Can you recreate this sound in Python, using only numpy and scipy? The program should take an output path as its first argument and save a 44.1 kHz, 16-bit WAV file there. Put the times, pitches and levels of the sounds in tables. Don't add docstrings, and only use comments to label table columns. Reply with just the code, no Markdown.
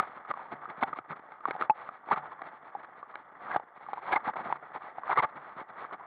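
import sys
import numpy as np
from scipy import signal
from scipy.io import wavfile
from scipy.ndimage import uniform_filter1d

SR = 44100
rng = np.random.default_rng(int(sys.argv[2]) if len(sys.argv) > 2 else 0)


def gain_from_db(level_db):
    decades = np.asarray(level_db, float) / 20
    return 10 ** decades


def output_pcm(signal):
    pcm = np.clip(np.atleast_2d(signal).T, -1, 1) * 32767
    wavfile.write(sys.argv[1], SR, np.round(pcm).astype(np.int16))


N = 267246


def evened(x):
    return x / np.sqrt(np.mean(x ** 2) + 1e-20)


def add(mix, start_s, sound):
    start = round(start_s * SR)
    part = mix[max(start, 0):][:len(sound) + min(start, 0)]
    part += sound[max(-start, 0):][:len(part)]


def causal(points, size=4096):
    point_hz, point_db = np.transpose(points)
    hz = abs(np.fft.fftfreq(size, 1 / SR))
    db = np.interp(np.log(hz + 1), np.log(point_hz + 1), point_db)
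    log_gain = np.log(gain_from_db(db))
    return np.fft.ifft(np.exp(np.conj(signal.hilbert(log_gain)))).real[:size // 2]


def ring(hz, width_hz, size=2048):
    t = np.arange(size) / SR
    decay = np.exp(-np.pi * width_hz * t)
    return 2 * np.pi * width_hz / SR * decay * np.sin(2 * np.pi * hz * t)


def ticks(per_s, spread_db):
    hit = rng.random(N) < per_s / SR
    size = np.minimum(rng.exponential(1, N), 4)
    return evened(hit * gain_from_db(spread_db * size) * rng.standard_normal(N))


def flutter(depth_db, per_s):
    span = int(SR / per_s)
    waver = uniform_filter1d(uniform_filter1d(rng.standard_normal(N), span), span)
    return gain_from_db(depth_db * evened(waver))


def strikes():
    # start in seconds, peak in dB, ring in Hz, t60 in seconds, click in dB relative to the peak.
    case_knocks = [(.002, -27, 756, 0.061, 19.5), (.373, -32, 800, .03, 3.5), (0.832, -9.5, 1440, 0.016, -10),
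                   (.834, -2.5, 3644, 0.012, -8), (.838, -18.5, 790, 0.042, -13),
                   (1.32, -30, 1240, 0.01, -0.5), (1.6968, -15, 1067, 0.048, -12), (1.484, -22, 321, 0.014, 1),
                   (1.5088, -23, 2150, .015, 10.5), (2.418, -29.5, 1950, 0.006, 10.5),
                   (4.1265, -17.5, 1665, 0.063, 3), (4.13, -20, 2325, 0.034, -4.5),
                   (5.194, -24, 2120, 0.035, -1), (1.563, -24, 775, 0.01, -7.5), (2.112, -20, 880, 0.015, -8),
                   (2.128, -15, 1160, 0.012, -2), (4.161, -24, 2086, 0.014, 13), (4.158, -19, 800, 0.015, -5),
                   (5.12, -23, 1400, 0.04, 0), (5.24, -21, 1254, 0.052, -18),
                   (.312, -20.5, 1170, 0.026, 4), (.655, -21, 1234, 0.017, -17),
                   (.8264, -9, 820, 0.011, -5), (.93, -27, 1198, 0.026, -12), (1.4542, -10, 1130, 0.03, -8),
                   (1.478, -23.5, 780, 0.018, -24), (1.6218, -11, 1266, 0.032, -4),
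                   (1.697, 5, 860, 0.055, -33), (2.087, -30.5, 880, 0.033, 1.5),
                   (2.117, -20, 1170, .023, -2), (2.75, -22.5, 805, 0.042, -13), (3.561, -9, 793, 0.03, -6),
                   (4.1086, -22, 807, 0.025, -1.5), (4.1345, -21, 806, 0.066, -24),
                   (4.16, -20, 880, 0.076, 4), (4.2865, -19, 896, 0.025, -8), (4.357, -25, 790, 0.015, -8),
                   (4.525, -13.5, 940, 0.02, -12), (4.982, -25, 770, 0.027, -14),
                   (5.034, -21, 1093, 0.018, -13), (5.094, -17.5, 795, 0.042, -6.5),
                   (5.159, -24, 1270, .03, -9), (5.1735, -10, 1100, 0.025, 2), (5.228, -25, 1270, 0.028, 9)]
    # start in seconds, peak in dB, ring in Hz.
    low_taps = [(.393, -31, 946), (.455, -35.5, 915), (.523, -32, 710), (.882, -32, 905),
                (1.551, -26.5, 766), (1.596, -40, 885), (2.172, -25, 855), (2.235, -35.5, 880),
                (3.155, -40, 863), (3.598, -29.5, 827), (3.809, -38.5, 825), (3.886, -27.5, 820),
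                (3.932, -25, 810), (3.972, -30.5, 860), (3.979, -27, 994), (4.104, -33, 1010),
                (4.456, -28, 675), (4.744, -33, 895), (5.996, -35, 800), (6.008, -35, 995)]
    high_taps = [(.249, -35, 1254), (.338, -25, 1126), (.688, -36, 1260), (.96, -34, 1100),
                 (.986, -34, 1263), (1.407, -35.5, 1210), (1.51, -40, 1226), (1.61, -27, 1236),
                 (1.889, -55, 1300), (2.16, -23.5, 1226), (2.319, -31.5, 1066), (2.392, -34.5, 1070),
                 (3.028, -28.5, 1170), (3.14, -33, 1166), (3.508, -33, 1100), (3.864, -32, 1160),
                 (4.251, -34, 1290), (4.818, -37, 1199), (5.078, -26.5, 1170), (5.843, -29, 1131),
                 (5.91, -30, 1097), (5.926, -31, 1230)]
    cracks = [(.311, -18, 1170), (.9868, -21.5, 1280), (1.51, -30.5, 1256), (1.611, -16, 1230),
              (1.889, -26.5, 1230), (2.419, -35, 1020), (2.752, -45, 902), (3.155, -26, 1650),
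              (3.5635, -12, 1150), (3.598, -33.5, 914), (3.932, -24, 970), (4.336, -33, 1166),
              (4.525, -24.5, 926), (5.174, -15, 1180)]
    # t60 in seconds, click in dB relative to the peak.
    low_tap_kind = (0.037, -8.5)
    high_tap_kind = (.033, -4.5)
    crack_kind = (.015, 2.6)
    rows = case_knocks
    for contacts, kind in [(low_taps, low_tap_kind), (high_taps, high_tap_kind), (cracks, crack_kind)]:
        rows = rows + [(*contact, *kind) for contact in contacts]
    return rows


def effort():
    # time in seconds, chatter in dB.
    shake = [(0.0, -53.5), (.25, -48.5), (.6, -46), (.99, -46.5), (1.03, -52), (1.43, -51.5), (1.62, -39),
             (1.7, -55), (1.99, -54.5), (2.13, -43.5), (2.55, -51), (3.32, -51.5), (3.57, -47.5),
             (3.6, -49), (3.83, -59), (4.15, -46.5), (5.2, -48), (6.06, -47)]
    # centre in seconds, change in dB, length in seconds.
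    lulls = [(0.215, 1, .06), (0.33, -7, .03), (0.754, -3, .03), (1.13, 9, .03), (1.993, -3, .06),
             (2.61, -3, .06), (2.88, 0.5, .05), (3.663, -2.5, .06), (4.21, 1.5, .05), (4.327, -3.5, .035),
             (4.596, -4, .05), (4.793, -11, .035), (4.933, -4.5, .06), (5.21, -5, .02), (5.667, -7.5, .06),
             (5.892, -4.5, .035), (5.973, -5.5, .03)]
    # centre in seconds, chatter in
    # dB, length in seconds, thud in dB relative to the chatter.
    jolts = [(.255, -63, 0.011, -12.5), (.529, -49, 0.027, 6), (0.703, -51, 0.026, 2.5),
             (0.788, -56, .036, 10), (0.835, -25, 0.0053, -12.5), (0.884, -53, 0.035, 5.5),
             (.934, -51, 0.0092, 19), (1.113, -49.5, 0.029, 3), (1.616, -47, 0.035, -6),
             (1.814, -55, 0.097, -24), (2.124, -37, 0.032, 4), (2.175, -45.5, 0.027, -2),
             (2.473, -52.5, 0.04, -20), (2.841, -55, 0.022, -19), (3.469, -53.5, 0.11, -6),
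             (3.549, -46, .015, -3), (3.938, -46, 0.0056, -22), (4.13, -35, 0.026, -11),
             (4.166, -40, 0.021, -9), (4.284, -42.5, 0.036, 1), (4.367, -45, 0.011, 7),
             (4.459, -48.5, .034, 8.5), (4.758, -48, 0.037, -1), (5.119, -38, 0.036, -24),
             (5.19, -33, 0.028, -7.5), (5.237, -33.5, 0.024, -18), (5.37, -53.5, 0.029, 8.5),
             (5.596, -49.5, 0.052, -3.5), (5.817, -52.5, 0.1, -9), (5.934, -46, 0.021, 2),
             (.82, -46, .02, -7.5), (.12, -59.5, 0.074, -5), (2.8, -59.5, 0.036, -15),
               (4.38, -58, 0.022, 9.5), (5.289, -63, .06, -1), (5.167, -45, .018, -12),
               (1.25, -69, 0.052, -10), (.3, -49, 0.03, 3.5), (1.11, -53, 0.036, 0),
               (1.645, -54, 0.029, -10), (4.258, -47.5, 0.033, 3), (0.024, -48, 0.057, -5),
               (1.49, -50, 0.034, -6), (3.53, -47, 0.057, -8.5), (4.085, -47, 0.055, -9.5),
               (4.399, -49.5, 0.046, 8.5), (4.502, -51, 0.071, -2), (4.56, -55.5, 0.021, -4),
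               (5.092, -50, 0.084, -21)]
    # centre in seconds, chatter in dB, length in seconds.
    bumps = [(0.077, -54, 0.023), (0.171, -55.5, 0.028), (0.416, -59, 0.13), (0.651, -59, 0.024),
             (1.167, -56.5, 0.021), (1.196, -56, 0.0082), (1.33, -64, 0.072), (1.541, -56, 0.026),
             (1.756, -61, 0.018), (1.876, -57, 0.034), (1.949, -61, 0.078), (2.098, -55, 0.065),
             (2.26, -58, 0.037), (2.322, -56.5, 0.026), (2.439, -54.5, 0.01), (2.544, -62, 0.068),
             (2.675, -61, 0.061), (2.985, -61.5, .05), (3.108, -61, 0.042), (3.195, -62, 0.052),
             (3.77, -61.5, .029), (3.835, -59.5, 0.069), (3.901, -59, 0.057), (3.975, -57.5, 0.056),
             (4.038, -54.5, 0.041), (4.665, -65, 0.06), (4.859, -56, 0.11), (4.986, -56, 0.026),
             (5.47, -58, 0.13), (5.697, -56, 0.023)]
    shake_thud_db, bump_thud_db = -10.0, -4.5
    t = np.arange(N) / SR
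    shake_s, shake_db = np.transpose(shake)
    chatter_power = gain_from_db(np.interp(t, shake_s, shake_db) - 4.0) ** 2 * flutter(depth_db=4.0, per_s=86)
    for centre_s, drop_db, length_s in lulls:
        chatter_power *= gain_from_db(2 * drop_db * np.exp(-(2 * (t - centre_s) / length_s) ** 2))
    thud_power = chatter_power * gain_from_db(shake_thud_db - 5.0) ** 2
    steady_power = chatter_power.copy()
    for centre_s, db, length_s, thud_db in jolts + [(*bump, bump_thud_db) for bump in bumps]:
        hump = signal.windows.hann(max(int(1.836 * length_s * SR), 96)) ** 2
        start_s = centre_s - len(hump) / SR / 2
        add(chatter_power, start_s, gain_from_db(db + 9.0) ** 2 * hump)
        add(thud_power, start_s, gain_from_db(db + thud_db - 4.5) ** 2 * hump)
    for start_s, db, _, _, click_db in strikes():
        puff_db = min(db, -12) + click_db - 8.0 - 60 * t[:2000] / 0.015
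        add(chatter_power, start_s + 0.00011, gain_from_db(puff_db) ** 2)
    return np.sqrt(chatter_power), np.sqrt(thud_power), np.sqrt(abs(chatter_power - steady_power))


def chatter(level):
    # centre in Hz, width in Hz, level in dB.
    modes = [(762.4, 83, -0.5), (880, 41, 2), (1170, 77, -1.5), (1270, 110, -1.5), (1701, 110, -9.5),
             (1926, 88, -8), (3410, 240, -7)]
    # frequency in Hz, level in dB.
    wall_points = [(100, -45.5), (300, -12), (600, -6.5), (1000, 0), (1500, -2), (2300, -18.5),
                   (3000, -12.5), (4500, -28.5), (7000, -54), (16000, -80)]
    wall = causal(wall_points)
    spots = [wall + gain_from_db(db + 12.0) * ring(hz, width_hz) for hz, width_hz, db in modes]
    scale = np.sqrt(sum(np.sum(spot ** 2) for spot in spots))
    out = np.zeros(N)
    for spot in spots:
        contacts = ticks(per_s=500, spread_db=3.0) + 0.82 * rng.standard_normal(N)
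        out += signal.oaconvolve(level * contacts, spot)[:N]
    return out / scale


def knocks():
    # start in seconds, peak in dB, ring in Hz,
    # t60 in seconds, click in dB relative to the peak.
    first_knock = [(-.00212, -8, 1250, .045, -30)]
    # frequency in Hz, level in dB.
    snap = [(80, -27), (300, -6), (800, 1), (1500, -2), (2300, -13), (3500, -4.5), (4800, 1.5), (8000, -19),
            (16000, -37)]
    # start in seconds, change in dB, hold in seconds.
    dampings = [
        (.0045, -6, .01),
        (1.4578, -9, .008),
        (1.6255, -9, .012),
        (1.7068, -11.5, .045),
        (3.5655, -12, .024),
        (4.142, -9, .006),
    ]
    contact_s = .0005
    knock_low_hz = 210
    t = np.arange(6000) / SR
    rise = 1 - np.exp(-t / 0.00078)
    click = causal(snap)
    click = click / abs(click).max()
    out = np.zeros(N)
    for start_s, db, hz, t60_s, click_db in first_knock + strikes():
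        decay = gain_from_db(db - 0.5 - 60 * t / max(t60_s, .005))
        add(out, start_s + contact_s, decay * rise * np.sin(2 * np.pi * hz * t))
        add(out, start_s + 0.00091, gain_from_db(db + click_db) * click)
    for start_s, drop_db, hold_s in dampings:
        corners_s = [start_s - .001, start_s, start_s + hold_s, start_s + 2 * hold_s]
        out *= gain_from_db(np.interp(np.arange(N) / SR, corners_s, [0, drop_db, drop_db, 0]))
    return signal.lfilter(*signal.butter(2, knock_low_hz, "high", fs=SR), out)


def rolls():
    # centre in seconds, peak in dB, ring in Hz,
    # length in seconds.
    rolling = [(.309, -26, 1170, .006), (.8225, -30, 1120, .008), (.9328, -27, 1250, .009),
               (2.114, -17, 900, .006), (2.119, -14.5, 1100, .006), (2.1222, -17, 860, .004),
               (2.1255, -21, 1500, .004), (2.132, -22, 1300, .005), (2.141, -27, 1200, .007),
               (2.175, -28, 1100, .008), (3.469, -36, 1220, .005), (3.484, -38, 1300, .006),
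               (3.511, -35, 1600, .006), (3.5165, -28, 1600, .006), (3.528, -34, 2000, .006),
               (3.548, -30, 1650, .007), (3.549, -32, 740, .01), (3.573, -29, 800, .016),
               (4.083, -28, 890, .005), (4.094, -30, 1000, .006), (4.1125, -24, 800, .008),
               (4.1385, -15.5, 800, .01), (4.149, -27, 900, .005), (4.164, -17.5, 2100, .009),
               (4.168, -19, 1100, .005), (4.172, -22, 1100, .006), (4.177, -29, 800, .007),
               (4.27, -32, 1100, .006), (4.281, -26, 813, .005), (4.2965, -25, 900, .007),
               (4.366, -29, 800, .005), (4.371, -29, 1000, .005), (4.393, -30, 800, .005),
               (4.402, -31, 900, .006), (4.504, -28, 860, .007), (5.101, -23, 900, .005),
               (5.113, -24, 1100, .004), (5.117, -22, 1150, .005), (5.131, -21, 1000, .007),
               (5.179, -18, 1200, .004), (5.186, -14, 1170, .011), (5.193, -18, 1000, .006),
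               (5.1965, -19, 1100, .004), (5.204, -20, 1000, .008), (5.235, -25, 800, .006),
               (5.2445, -18, 1200, .008), (5.251, -25, 1200, .005), (1.131, -32, 1230, .006),
               (4.559, -34, 1180, .006), (4.762, -30, 872, .007)]
    # centre in seconds, peak in
    # dB, ring in Hz, length in seconds.
    thumps_and_swells = [(.313, -40, 420, .008), (.829, -29, 255, .01), (.989, -36, 330, .007), (1.005, -56, 120, .02),
                         (1.613, -35, 390, .007), (1.55, -50, 170, .02), (2.421, -39, 350, .008),
                         (3.563, -33, 280, .01), (4.133, -33, 340, .012), (4.762, -48, 300, .012),
                         (4.985, -56, 130, .02), (5.36, -47, 320, .01), (4.275, -39, 300, .012),
                         (.829, -24, 2150, .005), (5.199, -24, 2100, .008), (5.118, -29, 2040, .007),
                         (5.166, -31, 2000, .006)]
    out = np.zeros(N)
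    for centre_s, db, hz, length_s in rolling + thumps_and_swells:
        t = np.arange(0, max(1.35 * length_s, .002), 1 / SR)
        swell = gain_from_db(db) * signal.windows.hann(len(t))
        add(out, centre_s - t[-1] / 2, swell * np.sin(2 * np.pi * hz * t))
    return out


def thuds(level):
    # frequency in Hz, level in dB.
    body_points = [(15, -27), (30, -18), (70, -13), (150, 0), (250, 2), (450, -1), (700, -24), (1200, -53)]
    # start in seconds, level in dB, hum in Hz, t60 in seconds.
    hums = [
        (.53, -53.5, 147.6, 0.38),
        (1.102, -37, 159, 0.067),
        (2.16, -51.5, 147, 0.52),
        (2.431, -65.5, 148.4, 1),
        (4.499, -52.5, 144, 0.36),
        (5.361, -53.5, 148, 0.24),
    ]
    body = causal(body_points)
    blows = ticks(per_s=260, spread_db=3.0) + 0.21 * rng.standard_normal(N)
    out = signal.oaconvolve(level * blows, body / np.linalg.norm(body))[:N]
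    t = np.arange(SR // 2) / SR
    rise = 1 - np.exp(-t / 0.0016)
    for start_s, db, hz, t60_s in hums:
        add(out, start_s, gain_from_db(db - 60 * t / t60_s) * rise * np.sin(2 * np.pi * hz * t))
    return out


def crunch():
    # centre in seconds, level in dB, length in seconds.
    bursts = [(.8345, -19, .006), (.975, -43, .04), (1.4555, -30, .004), (1.5095, -24, .005),
              (1.624, -28, .006), (2.119, -25, .005), (2.13, -28, .02), (3.512, -36, .012),
              (3.562, -31, .004), (4.132, -20, .018), (4.15, -33, .02), (4.1645, -23, .009),
              (5.115, -32, .02), (5.176, -22, .007), (5.187, -23, .014), (5.198, -27, .012),
              (5.234, -28, .01), (.003, -27, .006)]
    out = np.zeros(N)
    for centre_s, db, length_s in bursts:
        hump = signal.windows.hann(max(int(1.6 * length_s * SR), 64))
        add(out, centre_s - len(hump) / SR / 2, gain_from_db(db) * hump)
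    return out


def grit(level):
    # frequency in Hz, level in dB.
    colour_points = [(1200, -32.5), (2200, -4.5), (3000, -5), (3450, 0), (4500, 2), (6000, -16),
                     (9000, -29.5), (16000, -39.5)]
    colour = causal(colour_points)
    contacts = ticks(per_s=1200, spread_db=-0.5) + .5 * rng.standard_normal(N)
    return signal.oaconvolve(level * contacts, colour / np.linalg.norm(colour))[:N]


def scene():
    chatter_level, thud_level, jolt_level = effort()
    shake_grit_db = -25.5
    grit_level = np.hypot(gain_from_db(-1.0) * jolt_level, gain_from_db(shake_grit_db + 11.5) * chatter_level)
    grit_level = np.hypot(grit_level, crunch())
    excess_db = np.maximum(20 * np.log10(chatter_level + 1e-9) + 40, 0)
    eased = chatter_level * gain_from_db(-0.2 * excess_db)
    mix = chatter(eased) + knocks() + rolls() + thuds(thud_level) + grit(grit_level)
    return mix[None]


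def top_cut(x):
    return signal.sosfilt(signal.butter(12, 15650, fs=SR, output="sos"), x)


def record(dry):
    # frequency in Hz, level in dB.
    muffle = [(900, 0), (1300, -1), (2200, -1), (2500, -13), (3500, -22.5), (4400, -33.5), (5300, -60),
              (6100, -41.5), (7100, -61), (7900, -31), (10000, -28.5), (12500, -33), (14200, -59.5),
              (16500, -68.5)]
    limit, bass_cut_hz = .18, 115
    clipped = np.clip(-dry, -limit, limit)
    thin = signal.lfilter(*signal.butter(2, bass_cut_hz, "high", fs=SR), clipped)
    muffled = signal.oaconvolve(thin, causal(muffle)[None])[:, 16:N + 16]
    hiss = gain_from_db(-99) * rng.standard_normal(dry.shape)
    return top_cut(muffled + hiss)


dry = scene()
out = record(dry)
output_pcm(out)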